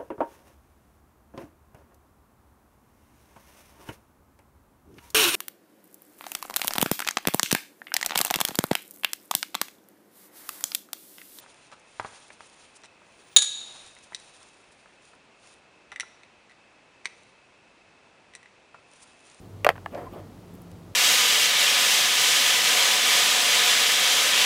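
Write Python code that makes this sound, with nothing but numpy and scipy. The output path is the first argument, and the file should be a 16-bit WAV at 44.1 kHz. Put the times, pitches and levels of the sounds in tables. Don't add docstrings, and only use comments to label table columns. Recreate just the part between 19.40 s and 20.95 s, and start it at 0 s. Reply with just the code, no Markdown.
import sys
import numpy as np
from scipy import signal
from scipy.fft import rfft, irfft
from scipy.io import wavfile

SR = 44100
rng = np.random.default_rng(int(sys.argv[2]) if len(sys.argv) > 2 else 0)


def wav_out(sig):
    wavfile.write(sys.argv[1], SR, np.round(np.clip(np.atleast_2d(sig).T, -1, 1) * 32767).astype(np.int16))


N = 68355
T = np.arange(N) / SR

# frequency in Hz, relative density in dB.
AIR_SPECTRUM = [(15, -77), (25, -106), (38, -10), (70, -14), (92, 6), (127, -4.5), (170, -5), (206, -5.5),
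                (354, -9), (384, -10.5), (416, -10.5), (1400, -24), (1520, -27.5), (13600, -41),
                (15800, -43), (16300, -52)]
# frequency in Hz, level in dB, width in Hz.
HUM_LINES = [(50, -61, 3), (97.2, -58, 5.9)]
# time in seconds, level in dB.
UPPER_HUM_ENVELOPE = [(0, -54.5), (.9, -64.5), (1.15, -51), (1.35, -47.5), (1.55, -61)]
# start in seconds, level in dB, low and high edges in Hz, T60 in seconds.
GRASS_SNAPS = [(0.5475, -38, 1106, 6240, 0.02), (0.547, -28.5, 1000, 2620, 0.041),
               (1.139, -50, 9000, 15000, .025), (1.151, -47, 9000, 15000, .022),
               (1.2190, -41.5, 9000, 14900, 0.0074), (1.3154, -41.5, 3000, 12100, 0.0099)]
# start and length in seconds, hiss and thump levels in dB.
HOOF_SHUFFLES = [(0.495, 0.055, -63, -48), (0.712, 0.05, -57.5, -40.5), (0.762, 0.055, -64, -69),
                 (1.113, 0.048, -85, -61)]
# frequency in Hz, relative density in dB.
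SNOW_SPECTRUM = [(1000, -28), (3000, 22), (6000, -14), (13000, 11.5), (16000, 4)]
# frequency in Hz, relative density in dB.
THUMP_SPECTRUM = [(80, -29), (200, 3), (380, 1), (700, -33), (2000, -48)]
# delay, swell, hold and T60 in seconds, relative level in dB.
SLOPE_ECHOES = [(0.254, 0.035, 0.0077, 0.21, -21), (0.306, 0.025, 0.041, 0.22, -24.5),
                (0.46, 0.0074, 0.02, .4, -26.5)]
# frequency in Hz, gain in dB.
SLOPE_RESPONSE = [(100, -4), (220, 19), (350, 14.5), (500, 5.5), (585, -0.5), (690, 2), (780, -3),
                  (1050, 0.5), (1400, -7), (1700, -9.5), (3200, -11), (7000, -4.5), (14000, -5)]
# delay in seconds, gain in dB.
DISTINCT_RETURNS = [(.2865, -16.5), (.2965, -41), (.3205, -26), (.530, -36.5)]
# start in seconds, relative level in dB, tuning ratio, tilt in dB/octave.
TIP_KNOCKS = [(0.3555, -33.5, 0.865, 0), (0.362, -37, 1, 3), (0.3791, -31, 0.85, 1),
              (0.4603, -18.5, .97, 0)]
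# base frequency in Hz, relative level in dB, T60 in seconds.
TIP_RESONANCES = [(684, -3.5, 0.014), (880, -2.5, 0.018), (1210, -4, .016), (1360, -14, 0.024),
                  (1766, -7, 0.021), (2224, -11.5, 0.014), (2990, -11, 0.0076), (4960, -28, 0.0066)]
# start in seconds, relative
# level in dB, pitch in Hz, ring gain in dB, ring tuning ratio, ring T60 ratio, crunch gain in dB, click gain in
# dB.
HORN_CONTACTS = [(0.2464, -9, 2770, -5, 1.24, 0.41, 10, 2), (0.2470, -6, 930, -1, 1.01, 1.1, 3.5, -34),
                 (0.2502, -18, 2100, -8, 0.74, 0.41, 6, -3),
                 (0.2659, 1.5, 1054, -13, 1.02, .8, -8.5, -12.5),
                 (0.2668, -4.5, 1910, -3, 0.89, 0.88, -4, -30), (0.2672, -2.5, 688, -15, 1.6, .6, -1, -20),
                 (0.2738, -15.5, 600, -10, 1.0, 1.1, -15, -14),
                 (0.2901, 4, 1417, -23, 1.03, 0.36, -2.5, -9),
                 (0.2909, -8, 770, 8.5, 1.179, 0.38, 7.5, -16),
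                 (0.3012, -19.5, 1080, 12, 0.956, 0.6, 1.5, -1),
                 (0.3062, -27.5, 1500, 2, 1.15, 0.47, 9, -25)]
# base frequency in Hz, relative level in dB, base T60 in seconds.
HORN_RESONANCES = [(406, -15, 0.03), (580.4, -10, 0.045), (910, -17, 0.025), (1150, -17.5, 0.056),
                   (1480, -17, .028), (1910, -9.5, 0.016), (2500, -17, 0.019), (2720, -13, 0.021),
                   (3220, -35, 0.011), (4660, -49, 0.004)]
# frequency in Hz, relative density in dB.
CRUNCH_SPECTRUM = [(200, -3.5), (600, -2), (1200, -1), (2500, 0), (3300, -8), (3900, -17), (4800, -16),
                   (6000, -26), (15000, -31)]
# frequency in Hz, gain in dB.
HORN_RESPONSE = [(200, -5), (400, 0), (690, 2), (1000, -2), (1500, -2.5), (2600, -3), (3300, -2),
                 (3950, -3.5), (4700, 0.5), (6000, -3.5), (10300, -4.5), (14000, -1), (16500, -20)]


def from_db(db):
    return 10 ** (np.asarray(db) / 20)


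def unit_rms(x):
    return x / np.sqrt(np.mean(x ** 2) + 1e-20)


def decay(t60_s):
    return from_db(-60 * T / t60_s)


def swell(start_s, length_s):
    return np.sin(np.pi * np.clip((T - start_s) / length_s, 0, 1)) ** 2


def sine(hz):
    return np.sin(2 * np.pi * hz * T)


def delayed(x, delay_s):
    return np.concatenate([np.zeros(int(round(delay_s * SR))), x])[:N]


def butter(x, hz, kind, order=2):
    return signal.sosfilt(signal.butter(order, hz, kind, fs=SR, output="sos"), x + 1e-18)


def coloured(x, spectrum):
    hz, db = np.transpose(spectrum)
    bins_hz = np.maximum(np.fft.rfftfreq(N, 1 / SR), 1)
    gain = from_db(np.interp(np.log(bins_hz), np.log(hz), db))
    cepstrum = irfft(np.log(gain), N)
    causal = cepstrum * (1 + np.sign(np.fft.fftfreq(N)))
    return irfft(rfft(x) * np.exp(rfft(causal)), N)


def noise(spectrum):
    return unit_rms(coloured(rng.standard_normal(N), spectrum))


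def drift(rate_hz):
    return unit_rms(butter(rng.standard_normal(2 * N), rate_hz, "low")[N:])


def struck(modes, tuning, t60_ratio=1, tilt_db_per_oct=0, pivot_hz=1000):
    out = 0
    for k, (hz, db, t60_s) in enumerate(modes):
        gain = from_db(db + tilt_db_per_oct * np.log2(hz / pivot_hz))
        out += (-1) ** k * gain * sine(hz * tuning) * decay(t60_s * t60_ratio)
    return out


def hum_line(hz, width_hz, waver_db=1.5):
    phase = 2 * np.pi * np.cumsum(hz + width_hz / 2 * drift(width_hz)) / SR
    return unit_rms(np.sin(phase) * from_db(waver_db * drift(rate_hz=22)))


def air_and_hum(air_db=-46):
    lower = sum(from_db(db) * hum_line(hz, width_hz) for hz, db, width_hz in HUM_LINES)
    upper_db = np.interp(T, *np.transpose(UPPER_HUM_ENVELOPE))
    upper = from_db(upper_db) * hum_line(hz=172.3, width_hz=9.9)
    return from_db(air_db) * noise(AIR_SPECTRUM) + lower + upper


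def grass():
    out = 0
    for start_s, db, low_hz, high_hz, t60_s in GRASS_SNAPS:
        burst = butter(rng.standard_normal(N) * decay(t60_s), low_hz, "high")
        out += delayed(from_db(db) * butter(burst, high_hz, "low", order=4), start_s)
    return out


def hooves(stamp_db=-39):
    hiss, thump = noise(SNOW_SPECTRUM), noise(THUMP_SPECTRUM)
    out = from_db(stamp_db) * swell(start_s=0.513, length_s=0.025) * sine(hz=228)
    for start_s, length_s, hiss_db, thump_db in HOOF_SHUFFLES:
        out += swell(start_s, length_s) * (from_db(hiss_db) * hiss + from_db(thump_db) * thump)
    return out


def faint_note(level_db=-37.5):
    return from_db(level_db) * swell(start_s=0.66, length_s=0.027) * sine(hz=1030)


def slope_echoes(x):
    response = 0
    for delay_s, swell_s, hold_s, t60_s, db in SLOPE_ECHOES:
        rise = np.minimum(T / swell_s, 1)
        fall = np.interp(T - swell_s - hold_s, T, decay(t60_s))
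        swarm = rng.standard_normal(N) * rise * fall
        response += delayed(from_db(db) * swarm / np.linalg.norm(swarm), delay_s)
    return signal.fftconvolve(x, coloured(response, SLOPE_RESPONSE))[:N]


def distinct_returns(x, centre_hz=572, width_hz=98):
    core = signal.lfilter(*signal.iirpeak(centre_hz, centre_hz / width_hz, fs=SR), x)
    return sum(delayed(from_db(db) * core, delay_s) for delay_s, db in DISTINCT_RETURNS)


def brush_scatter(x, gain_db=-20, rise_s=0.0092):
    swarm = rng.standard_normal(N) * (1 - np.exp(-T / rise_s)) * decay(t60_s=0.093)
    response = from_db(gain_db) * butter(swarm / np.linalg.norm(swarm), hz=13000, kind="low")
    return signal.fftconvolve(x, response)[:N]


def body_thud(level_db=-29.5):
    return delayed(from_db(level_db) * sine(hz=136) * decay(t60_s=0.061), delay_s=0.2905)


def horn_tips(click_db=-12.5):
    click = from_db(click_db) * signal.unit_impulse(N)
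    out = 0
    for start_s, db, tuning, tilt_db_per_oct in TIP_KNOCKS:
        ring = struck(TIP_RESONANCES, tuning, tilt_db_per_oct=tilt_db_per_oct)
        hollow = butter(ring, hz=3750, kind="low")
        out += delayed(from_db(db) * (hollow + click), start_s)
    return butter(out, hz=474, kind="high")


def contact_click(click_db=0.5, crackle_db=-15.5, lag_s=0.0002):
    click = butter(signal.unit_impulse(N, int(lag_s * SR)), hz=4800, kind="high")
    crackle = butter(rng.standard_normal(N) * decay(t60_s=0.0047), hz=6700, kind="high")
    return from_db(click_db) * click + from_db(crackle_db) * crackle


def horn_blow(pitch_hz, ring_db, tuning, t60_ratio, crunch_db, click_db):
    swing_rise_cycles, ring_rise_s, crunch_trim_db = 0.35, 0.00098, -13.5
    age = T * pitch_hz / swing_rise_cycles
    swing = -sine(pitch_hz) * age * np.exp(1 - age)
    ring = struck(HORN_RESONANCES, tuning, t60_ratio) * (1 - np.exp(-T / ring_rise_s))
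    knock = butter(swing + from_db(ring_db) * ring, hz=5100, kind="low")
    crunch = from_db(crunch_db + crunch_trim_db) * noise(CRUNCH_SPECTRUM) * decay(t60_s=0.019)
    low_edge_hz = 0.25 * pitch_hz
    return butter(knock + crunch, low_edge_hz, "high") + from_db(click_db) * contact_click()


def horn_cracks():
    cracks = sum(delayed(from_db(db) * horn_blow(*blow), start_s)
                 for start_s, db, *blow in HORN_CONTACTS)
    return coloured(cracks, HORN_RESPONSE)


def scene():
    clash = horn_cracks() + body_thud() + horn_tips()
    reflections = brush_scatter(clash) + slope_echoes(clash) + distinct_returns(clash)
    return (clash + reflections + faint_note() + hooves() + grass() + air_and_hum())[None]


def record(dry):
    ceiling, ripple_db, cutoff_hz = 1.2, 0.2, 16500
    rounded = ceiling * np.tanh(dry / ceiling)
    return signal.sosfilt(signal.cheby1(12, ripple_db, cutoff_hz, fs=SR, output="sos"), rounded)


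dry = scene()
out = record(dry)
wav_out(out)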